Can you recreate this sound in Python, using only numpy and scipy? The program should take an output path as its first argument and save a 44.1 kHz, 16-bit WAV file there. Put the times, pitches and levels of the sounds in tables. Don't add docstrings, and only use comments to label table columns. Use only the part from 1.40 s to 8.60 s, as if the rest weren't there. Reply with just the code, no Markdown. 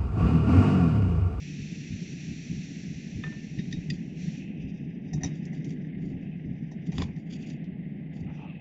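import sys
import numpy as np
from scipy import signal
from scipy.fft import rfft, irfft
from scipy.io import wavfile
from scipy.ndimage import uniform_filter1d

SR = 44100
rng = np.random.default_rng(int(sys.argv[2]) if len(sys.argv) > 2 else 0)


def master_out(mix):
    frames = np.transpose(np.atleast_2d(mix))
    ceiling = np.clip(frames, -1, 1)
    pcm = np.round(ceiling * 32767).astype(np.int16)
    wavfile.write(sys.argv[1], SR, pcm)


N = 317696
T = np.arange(N) / SR
FREQ = np.maximum(np.arange(N // 2 + 1) * SR / N, 1)


def undb(db):
    return 10 ** (np.asarray(db) / 20)


def unit(x):
    return x / np.sqrt(np.mean(x ** 2))


def unit_attack(x):
    return x / np.sqrt(np.mean(x[:SR // 200] ** 2))


def curve(rows):
    return undb(np.interp(T, *np.transpose(rows)))


def colour(x, points):
    hz, db = np.transpose(points)
    octaves_below = np.maximum(np.log2(hz[0] / FREQ), 0)
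    octaves_above = np.maximum(np.log2(FREQ / hz[-1]), 0)
    gain_db = np.interp(np.log(FREQ), np.log(hz), db) - 48 * (octaves_below + octaves_above)
    return irfft(rfft(x) * undb(gain_db), N)


def noise(points):
    return unit(colour(rng.standard_normal(N), points))


def walk(rate_hz):
    spectrum = rfft(rng.standard_normal(N))
    return unit(irfft(spectrum / (1 + (FREQ / rate_hz) ** 4), N))


def steady(x, window_s):
    return x / np.sqrt(uniform_filter1d(x ** 2, int(window_s * SR)) + 1e-9)


def since(s):
    return np.maximum(T - s, 0)


def hump(middle_s, length_s):
    return np.cos(np.pi * np.clip((T - middle_s) / length_s, -.5, .5)) ** 2


def thinning(s, length_s, db):
    attack = np.minimum(since(s) / 0.069, 1)
    release = np.maximum(1 - since(s + length_s) / 0.05, 0)
    return attack * release * undb(db - 12 * since(s) / length_s)


def fade(t, t60):
    return np.exp(-np.log(1000) * t / t60)


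def ring(modes, detune=0, scatter_db=0):
    t = T[:SR // 3]
    total = np.zeros(len(t))
    for hz, db, t60 in modes:
        pitch_chance, phase_chance, level_chance = rng.uniform(-1, 1, 3)
        phase = 2 * np.pi * hz * (1 + detune * pitch_chance) * t + np.pi * phase_chance
        total += undb(db + scatter_db * level_chance) * fade(t, t60) * np.sin(phase)
    return total


def add(out, s, x):
    i = int(s * SR)
    out[i:i + len(x)] += x[:N - i]


def crack_noise(grit, s, t60, tail_db, tail_t60):
    t = T[:SR // 3]
    return np.roll(grit, -int(s * SR))[:len(t)] * (fade(t, t60) + undb(tail_db) * fade(t, tail_t60))


def struck(rows, modes, crack_colour, crack_t60, scatter_db=0):
    out, t = np.zeros(N), T[:SR // 3]
    grit = noise(crack_colour)
    for s, ring_db, crack_db in rows:
        crack = crack_noise(grit, s, crack_t60, tail_db=-22, tail_t60=0.22)
        ringing = ring(modes, detune=0.0011, scatter_db=scatter_db)
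        blow = undb(ring_db) * ringing + undb(crack_db) * crack
        add(out, s, blow * np.minimum(t / 0.0011, 1))
    return out


# pitch_hz [Hz], level_db [dB per Hz]
ROAR_SPECTRUM = [(90, -46.5), (125, -15), (150, 1), (185, -2.5), (215, -7), (270, -10), (330, -18),
                 (390, -22), (450, -28), (540, -36), (700, -40.5), (900, -59), (1300, -62)]
FLUTTER_SPECTRUM = [(15, -35), (28, -15.5), (48, -19.5), (80, -10.5), (110, -9), (150, -15.5), (300, -37.5)]
# pitch_hz [Hz], level_db [dB]
DEEP_FILTER = [(60, -4), (230, -6), (420, -10.5)]
# pitch_hz [Hz], level_db [dB per Hz]
HOLLOW_SPECTRUM = [(350, -4.5), (560, 2), (700, 1), (830, -1), (950, -15.5), (1250, -23)]
# start_s [s], level_db [dB]
HOLLOW_LEVEL = [(0, -70.5), (1.5, -68.5), (2.4, -65.5), (3.6, -65.5), (4.15, -63), (4.5, -67), (4.7, -61.5),
                (5.05, -65.5), (5.95, -62.5), (6.55, -64), (6.78, -59.5), (7.2, -61.5)]
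# start_s [s], level_db [dB]
FLAME_LEVEL = [(0, -36.5), (2.0, -38.5), (3.1, -36.5), (3.6, -37.5), (4.2, -34), (5.0, -38), (6.7, -37),
               (7.2, -40.5)]
# middle_s [s], length_s [s], roar_rise_db [dB], flutter_db [dB]
FLAME_PUFFS = [(0.21, 0.078, 5, -40.5), (0.532, 0.13, 3, -40.5), (0.91, 0.099, 9.5, -44.5),
               (1.149, 0.2, 9.5, -43), (1.531, 0.16, 7, -48), (1.773, 0.13, 5.5, -40.5),
               (1.867, .06, 14.5, -48), (2.193, 0.059, 18, -40.5), (2.357, .2, 10.5, -41.5),
               (2.528, 0.15, 13.5, -47), (2.861, 0.12, 12, -53), (3.245, 0.14, 1.5, -42.5),
               (3.768, 0.14, 13.5, -43.5), (3.851, 0.13, 14, -38.5), (4.708, 0.44, 4.5, -46),
               (5.094, 0.13, 7, -40.5), (5.5, 0.089, 14.5, -55.5), (5.606, 0.23, 12.5, -35.5),
               (6.834, 0.12, 8.5, -43)]
LOWER_S, SEAT_S = 1.19, 2.4


def flame():
    deep_swell_db = 3 * walk(27)
    flutter_gain = undb(-52.5 + 0.5 * walk(5.8))
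    for middle_s, length_s, roar_rise_db, flutter_db in FLAME_PUFFS:
        puff = hump(middle_s, length_s)
        deep_swell_db = deep_swell_db + roar_rise_db * puff
        flutter_gain = flutter_gain + undb(flutter_db) * puff
    roar = steady(noise(ROAR_SPECTRUM), window_s=.12) * curve(FLAME_LEVEL)
    deep = colour(roar, DEEP_FILTER)
    body = (roar - deep) * curve([(LOWER_S, -3), (SEAT_S, .7)])
    hollow = noise(HOLLOW_SPECTRUM) * curve(HOLLOW_LEVEL) * undb(1.1 * walk(28))
    flutter = steady(noise(FLUTTER_SPECTRUM), window_s=0.27) * flutter_gain
    return deep * undb(deep_swell_db) + body + hollow + flutter


# pitch_hz [Hz], level_db [dB per Hz]
JET_SPECTRUM = [(1000, -30.5), (1400, -16.5), (1800, -3), (2550, 1), (3050, -7), (3650, -4.5), (4000, -6),
                (4300, -4.5), (5050, -10), (5800, 0), (6300, -7.5), (7400, -12), (8100, -14), (9500, -28.5)]
VENT_SPECTRUM = [(1280, -22.5), (1650, 0), (2050, 8), (2350, 0), (2750, -1), (3400, -12), (3700, -12),
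                 (4000, -24), (5050, -26), (5600, -47)]
# start_s [s], level_db [dB]
VENT_LEVEL = [(0, -65), (1.5, -55.5), (2.4, -54), (3.2, -57), (4.15, -52), (5.3, -55), (6.05, -53.5),
              (6.5, -54.5), (6.9, -54.5), (7.02, -60.5), (7.2, -58)]
# start_s [s], length_s [s], level_db [dB before thinning]
CUP_LIFT = (2.75, 0.6, -54)
# start_s [s], level_db [dB]
BURNER_HEAD_LEVEL = [(0, -56.5), (1.5, -61.5), (2.6, -63), (3.05, -56.5), (3.6, -67.5), (4.05, -66.5),
                     (4.45, -89), (4.9, -61), (5.1, -80.5), (5.85, -76.5), (6.03, -57.5), (6.5, -85.5),
                     (6.85, -70), (7.0, -57), (7.2, -59)]
SHUT_S = 2.987


def gas(burner_hz=2580):
    uncovered = undb(-52 - 6 * since(LOWER_S) - 13.5 * since(SEAT_S))
    shutting = undb(.5 * walk(39) - 118 * since(SHUT_S))
    jet = noise(JET_SPECTRUM) * (uncovered + thinning(*CUP_LIFT)) * shutting
    vents = noise(VENT_SPECTRUM) * curve(VENT_LEVEL) * undb(-7.0 + 2.02 * walk(39))
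    head_shape = [(0.66, -22), (.88, -11), (1, 0), (1.12, -10), (1.317, -18)]
    head_noise = noise([(ratio * burner_hz, db) for ratio, db in head_shape])
    head = head_noise * curve(BURNER_HEAD_LEVEL) * undb(2.0 * walk(17))
    return jet + vents + head


# low_hz [Hz], high_hz [Hz]
CUP_BANDS = [(4860, 10000), (1490, 5000), (500, 1680)]
# pitch_hz [Hz], level_db [dB], t60_s [s]
CUP_RESONANCES = [(627, -6.5, 0.18), (746, 9.5, 0.038), (960, -6.5, 0.028), (1845, 10.5, 0.052),
                  (1955, 14.5, 0.023), (2420, -1, 0.043), (3700, -2.5, 0.063), (3757, 1.5, 0.17),
                  (3880, -6, .07), (4800, -8.5, 0.099), (5240, -2, 0.075), (5650, 1, .07),
                  (5840, 2.5, 0.06), (5895, 8, 0.045), (6015, 2.5, .04), (6130, 5, 0.06), (6030, 1, .04),
                  (6450, -11, 0.09), (7200, -11, 0.071)]
# pitch_hz [Hz], level_db [dB per Hz]
METAL_SPECTRUM = [(400, -13.5), (800, 13), (1300, -34), (1900, 8), (2700, 7.5), (3600, 5), (4200, 1),
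                  (5000, 2.5), (6000, 8.5), (7300, -4.5), (9500, -7.5)]
# [dB, before a further 9 dB cut]
CUP_CLINKS = [(2.185, 0.0078, -64, -50, -91, -12), (2.324, 0.0033, -47, -44, -80, -5),
              (3.731, 0.0066, -48, -58.5, -49, -10), (3.807, 0.016, -68, -64.5, -56, -8.5),
              (3.8332, 0.0018, -33, -39, -37.5, -8), (3.844, 0.00096, -36, -41.5, -46, 0.5),
              (3.858, 0.0027, -46.5, -48.5, -65, -6.5), (4.052, 0.0022, -55.5, -60, -84, -19),
              (4.129, 0.0026, -65, -69, -51, -7), (4.244, 0.0044, -56, -55.5, -70.5, -26),
              (4.305, .0023, -56.5, -55, -71, -20), (5.314, 0.0054, -63.5, -64.5, -56, -14.5),
              (5.519, 0.0056, -57.5, -51.5, -52, -22), (5.762, 0.0038, -69, -61, -64, -27),
              (6.026, 0.0037, -62, -55, -74, -19), (6.101, 0.0023, -56, -52, -63, -18),
              (6.241, 0.0034, -71, -62, -86, -28)]


def cup_filters():
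    return [signal.butter(3, band, "band", fs=SR, output="sos") for band in CUP_BANDS]


def clinks(crack_t60=0.0096, tail_db=-19, tail_t60=0.14, modes_db=-9):
    out, t = np.zeros(N), T[:SR // 3]
    grit = noise(METAL_SPECTRUM)
    filters = cup_filters()
    for s, contact_s, *part_db, ring_db in CUP_CLINKS:
        crack = crack_noise(grit, s, crack_t60, tail_db, tail_t60)
        ringing = ring(CUP_RESONANCES, detune=0.005, scatter_db=1.5)
        blow = crack + undb(modes_db + ring_db) * ringing
        blow = blow * np.minimum(t / contact_s, 1)
        for sos, db in zip(filters, part_db):
            add(out, s, undb(db) * unit_attack(signal.sosfilt(sos, blow)))
    return out


# [dB per Hz, shapes the rasp]
SLIDE_SPECTRUM = [(1500, -10.5), (2600, -8), (3600, -7.5), (4150, -9.5), (4900, -8), (6000, -9),
                  (6800, -12.5), (7500, -23), (9000, -35)]
# [dB, before build-up and unevenness]
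CUP_RUBS = [(2.519, 0.016, -55), (3.802, 0.012, -64), (3.942, 0.015, -61), (4.128, 0.021, -59.5),
            (4.266, 0.054, -62), (4.606, 0.1, -70.5), (4.8, 0.042, -81.5), (5.452, 0.019, -63),
            (5.512, .03, -67), (5.539, 0.094, -52.5), (5.765, .04, -72.5), (5.853, 0.014, -69),
            (5.894, 0.053, -53.5), (5.995, 0.031, -59.5), (6.058, 0.047, -57.5), (6.728, 0.071, -67)]


def scrape(grain_db=2.5, grains_per_s=4500, ring_db=-20, unevenness_db=2.5, wander_db=2.5):
    happens = rng.random(N) < grains_per_s / SR
    strength = undb(grain_db * np.minimum(rng.exponential(size=N), 3))
    catches = happens * rng.choice([-1, 1], N) * strength
    t = T[:SR // 50]
    rasp = 0
    for sos in cup_filters():
        smear = rng.standard_normal(len(t)) * fade(t, .008)
        part = signal.sosfilt(sos, signal.fftconvolve(catches, smear)[:N])
        rasp = rasp + part * undb(wander_db * walk(45))
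    rasp = unit(colour(rasp, SLIDE_SPECTRUM))
    singing = unit(signal.fftconvolve(rasp, ring(CUP_RESONANCES))[:N])
    pressure = np.zeros(N)
    for s, length_s, db in CUP_RUBS:
        grip = np.minimum(since(s) / .018, 1)
        easing = fade(since(s + length_s), 0.15)
        pressure += undb(db) * grip * easing
    return pressure * undb(unevenness_db * walk(60)) * (rasp + undb(ring_db) * singing)


# start_s [s], ring_db [dB], crack_db [dB]
PRONG_TAPS = [(2.313, -53, -48), (2.326, -45, -40), (2.5, -41, -41), (2.5025, -33.5, -37.5)]
# pitch_hz [Hz], level_db [dB], t60_s [s]
PRONG_RESONANCES = [(1805, -2.5, .018), (1907, 3, 0.029), (2080, -4.5, 0.031), (2536, -4, 0.056),
                    (2790, -3.5, 0.022), (3480, -9, .025), (3590, -0.5, 0.03), (3980, -6, 0.022),
                    (4370, -9, 0.022), (4760, -1, 0.052), (4870, -11, .02), (5060, -11, 0.082)]
# pitch_hz [Hz], level_db [dB per Hz]
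PRONG_SPECTRUM = [(1650, -14), (2800, 4), (4800, -1), (6500, -3), (9000, -12)]


def taps():
    return struck(PRONG_TAPS, PRONG_RESONANCES, PRONG_SPECTRUM, crack_t60=0.022, scatter_db=-2.0)


# pitch_hz [Hz], level_db [dB per Hz]
BRUSH_SPECTRUM = [(3000, -11.5), (3700, 8), (4100, -17.5), (4600, -6), (4850, 4.5), (5300, 0), (5950, 4),
                  (6600, -7), (7300, -13), (8200, -23.5)]
# start_s [s], length_s [s], level_db [dB before thinning and unevenness]
CUP_BRUSHES = [(3.135, 0.42, -68.5), (3.586, 0.36, -72), (3.847, 0.25, -66.5), (4.097, 0.37, -70.5),
               (4.566, 0.5, -78.5), (5.004, 0.49, -78), (5.412, 0.39, -68.5), (5.99, 0.18, -75),
               (6.732, 0.11, -72), (6.888, 0.15, -71.5)]


def brushing(unevenness_db=3.4):
    strokes = undb(-99) + sum(thinning(*row) for row in CUP_BRUSHES)
    return noise(BRUSH_SPECTRUM) * strokes * undb(unevenness_db * walk(30))


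# start_s [s], ring_db [dB], crack_db [dB]
CANISTER_KNOCKS = [(5.5815, -34, -40), (5.6195, -35, -34)]
# pitch_hz [Hz], level_db [dB], t60_s [s]
CANISTER_RESONANCES = [(208, 5.5, 0.028), (378, 2.5, 0.045), (574, -7.5, 0.012), (776, -2, .035),
                       (928, -3.5, 0.026), (1080, -3, 0.03), (1870, 2.5, .016), (2420, -12, 0.024),
                       (3000, 2, 0.016), (3490, 4.5, 0.019), (3800, -8, 0.037), (5060, -5, 0.03),
                       (6600, -13, 0.022)]
# pitch_hz [Hz], level_db [dB per Hz]
CANISTER_SPECTRUM = [(400, -7.5), (1100, 14), (1450, -0.5), (3500, 2), (5500, 0), (9000, -14.5)]


def knocks():
    return struck(CANISTER_KNOCKS, CANISTER_RESONANCES, CANISTER_SPECTRUM, crack_t60=0.028, scatter_db=1.5)


# start_s [s], bump_db [dB], grinding_db [dB]
STOVE_JOLTS = [(2.516, -42.5, -61), (3.738, -27, -62.5), (3.77, -36, -54), (3.84, -26, -40),
               (3.868, -31, -52.5), (5.524, -45, -46), (5.579, -23.5, -44), (5.593, -36, -40),
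               (5.612, -24, -47), (5.637, -29.5, -55.5), (5.681, -33, -50.5), (6.886, -31.5, -52)]
# pitch_hz [Hz], level_db [dB per Hz]
GRIND_SPECTRUM = [(180, 9.5), (380, 3.5), (540, -2.5), (830, 0), (1120, -9.5), (1500, -16.5), (2500, -3)]


def jolts(rock_hz=80, can_hz=135, can_db=-3, t60=0.1, push_s=0.01, grind_t60=0.17):
    out, grinding, t = np.zeros(N), np.zeros(N), T[:SR // 3]
    tones = np.sin(2 * np.pi * rock_hz * t) + undb(can_db) * np.sin(2 * np.pi * can_hz * t)
    bump = tones * fade(t, t60) * np.minimum(t / push_s, 1)
    grind = fade(t, grind_t60) * np.minimum(t / 0.0057, 1)
    for s, bump_db, grind_db in STOVE_JOLTS:
        add(out, s, undb(bump_db) * bump)
        add(grinding, s, undb(grind_db) * grind)
    return out + grinding * noise(GRIND_SPECTRUM) * undb(1.0 * walk(70))


# start_s [s], chink_db [dB], grit_db [dB]
STONE_CHINKS = [(1.837, -34.5, -44), (1.864, -46.5, -51), (1.922, -63.5, -50.5)]
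# pitch_hz [Hz], level_db [dB], t60_s [s]
STONE_RESONANCES = [(730, -17, 0.048), (1113, -29, 0.11), (1260, -5.5, 0.038), (1787, 1.5, 0.19),
                    (1792, -8.5, 0.62), (2000, -4, 0.043), (2540, -17, .08), (3550, -1.5, 0.026),
                    (3677, -24.5, 0.37)]
# pitch_hz [Hz], level_db [dB per Hz]
STONE_SPECTRUM = [(400, 5), (1300, -5), (2500, 4), (3800, -18)]


def stone():
    return struck(STONE_CHINKS, STONE_RESONANCES, STONE_SPECTRUM, crack_t60=0.13)


# [dB, before creases]
SLEEVE_STROKES = [(6.902, 0.092, 790, -57), (6.92, 0.16, 1360, -68.5), (6.995, .04, 824, -52),
                  (7.033, 0.13, 813, -55), (7.06, 0.27, 1135, -63)]
# pitch_ratio [multiple of its centre], level_db [dB per Hz]
STROKE_SPECTRUM = [(.7, -18), (.92, -1), (1.08, 1), (1.22, -12), (1.7, -18.5)]


def sleeve(crease_db=2):
    strokes = np.zeros(N)
    for middle_s, length_s, centre_hz, db in SLEEVE_STROKES:
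        swish = noise([(ratio * centre_hz, tilt_db) for ratio, tilt_db in STROKE_SPECTRUM])
        strokes += hump(middle_s, length_s) * undb(db) * swish
    return strokes * undb(crease_db * walk(30))


def scene():
    burner = flame() + gas()
    cup = clinks() + scrape() + taps() + brushing()
    ground = knocks() + jolts() + stone()
    return (burner + cup + ground + sleeve())[None]


def record(dry):
    response = [(10, 0), (7410, 0), (8080, -24), (8500, -14), (9300, -20), (10000, -40)]  # Hz, dB
    heard = colour(dry[0], response) + undb(-92) * rng.standard_normal(N)
    low_pass = signal.ellip(8, .2, 70, 15700, fs=SR, output="sos")
    return signal.sosfilt(low_pass, heard)[None]


dry = scene()
out = record(dry)
master_out(out)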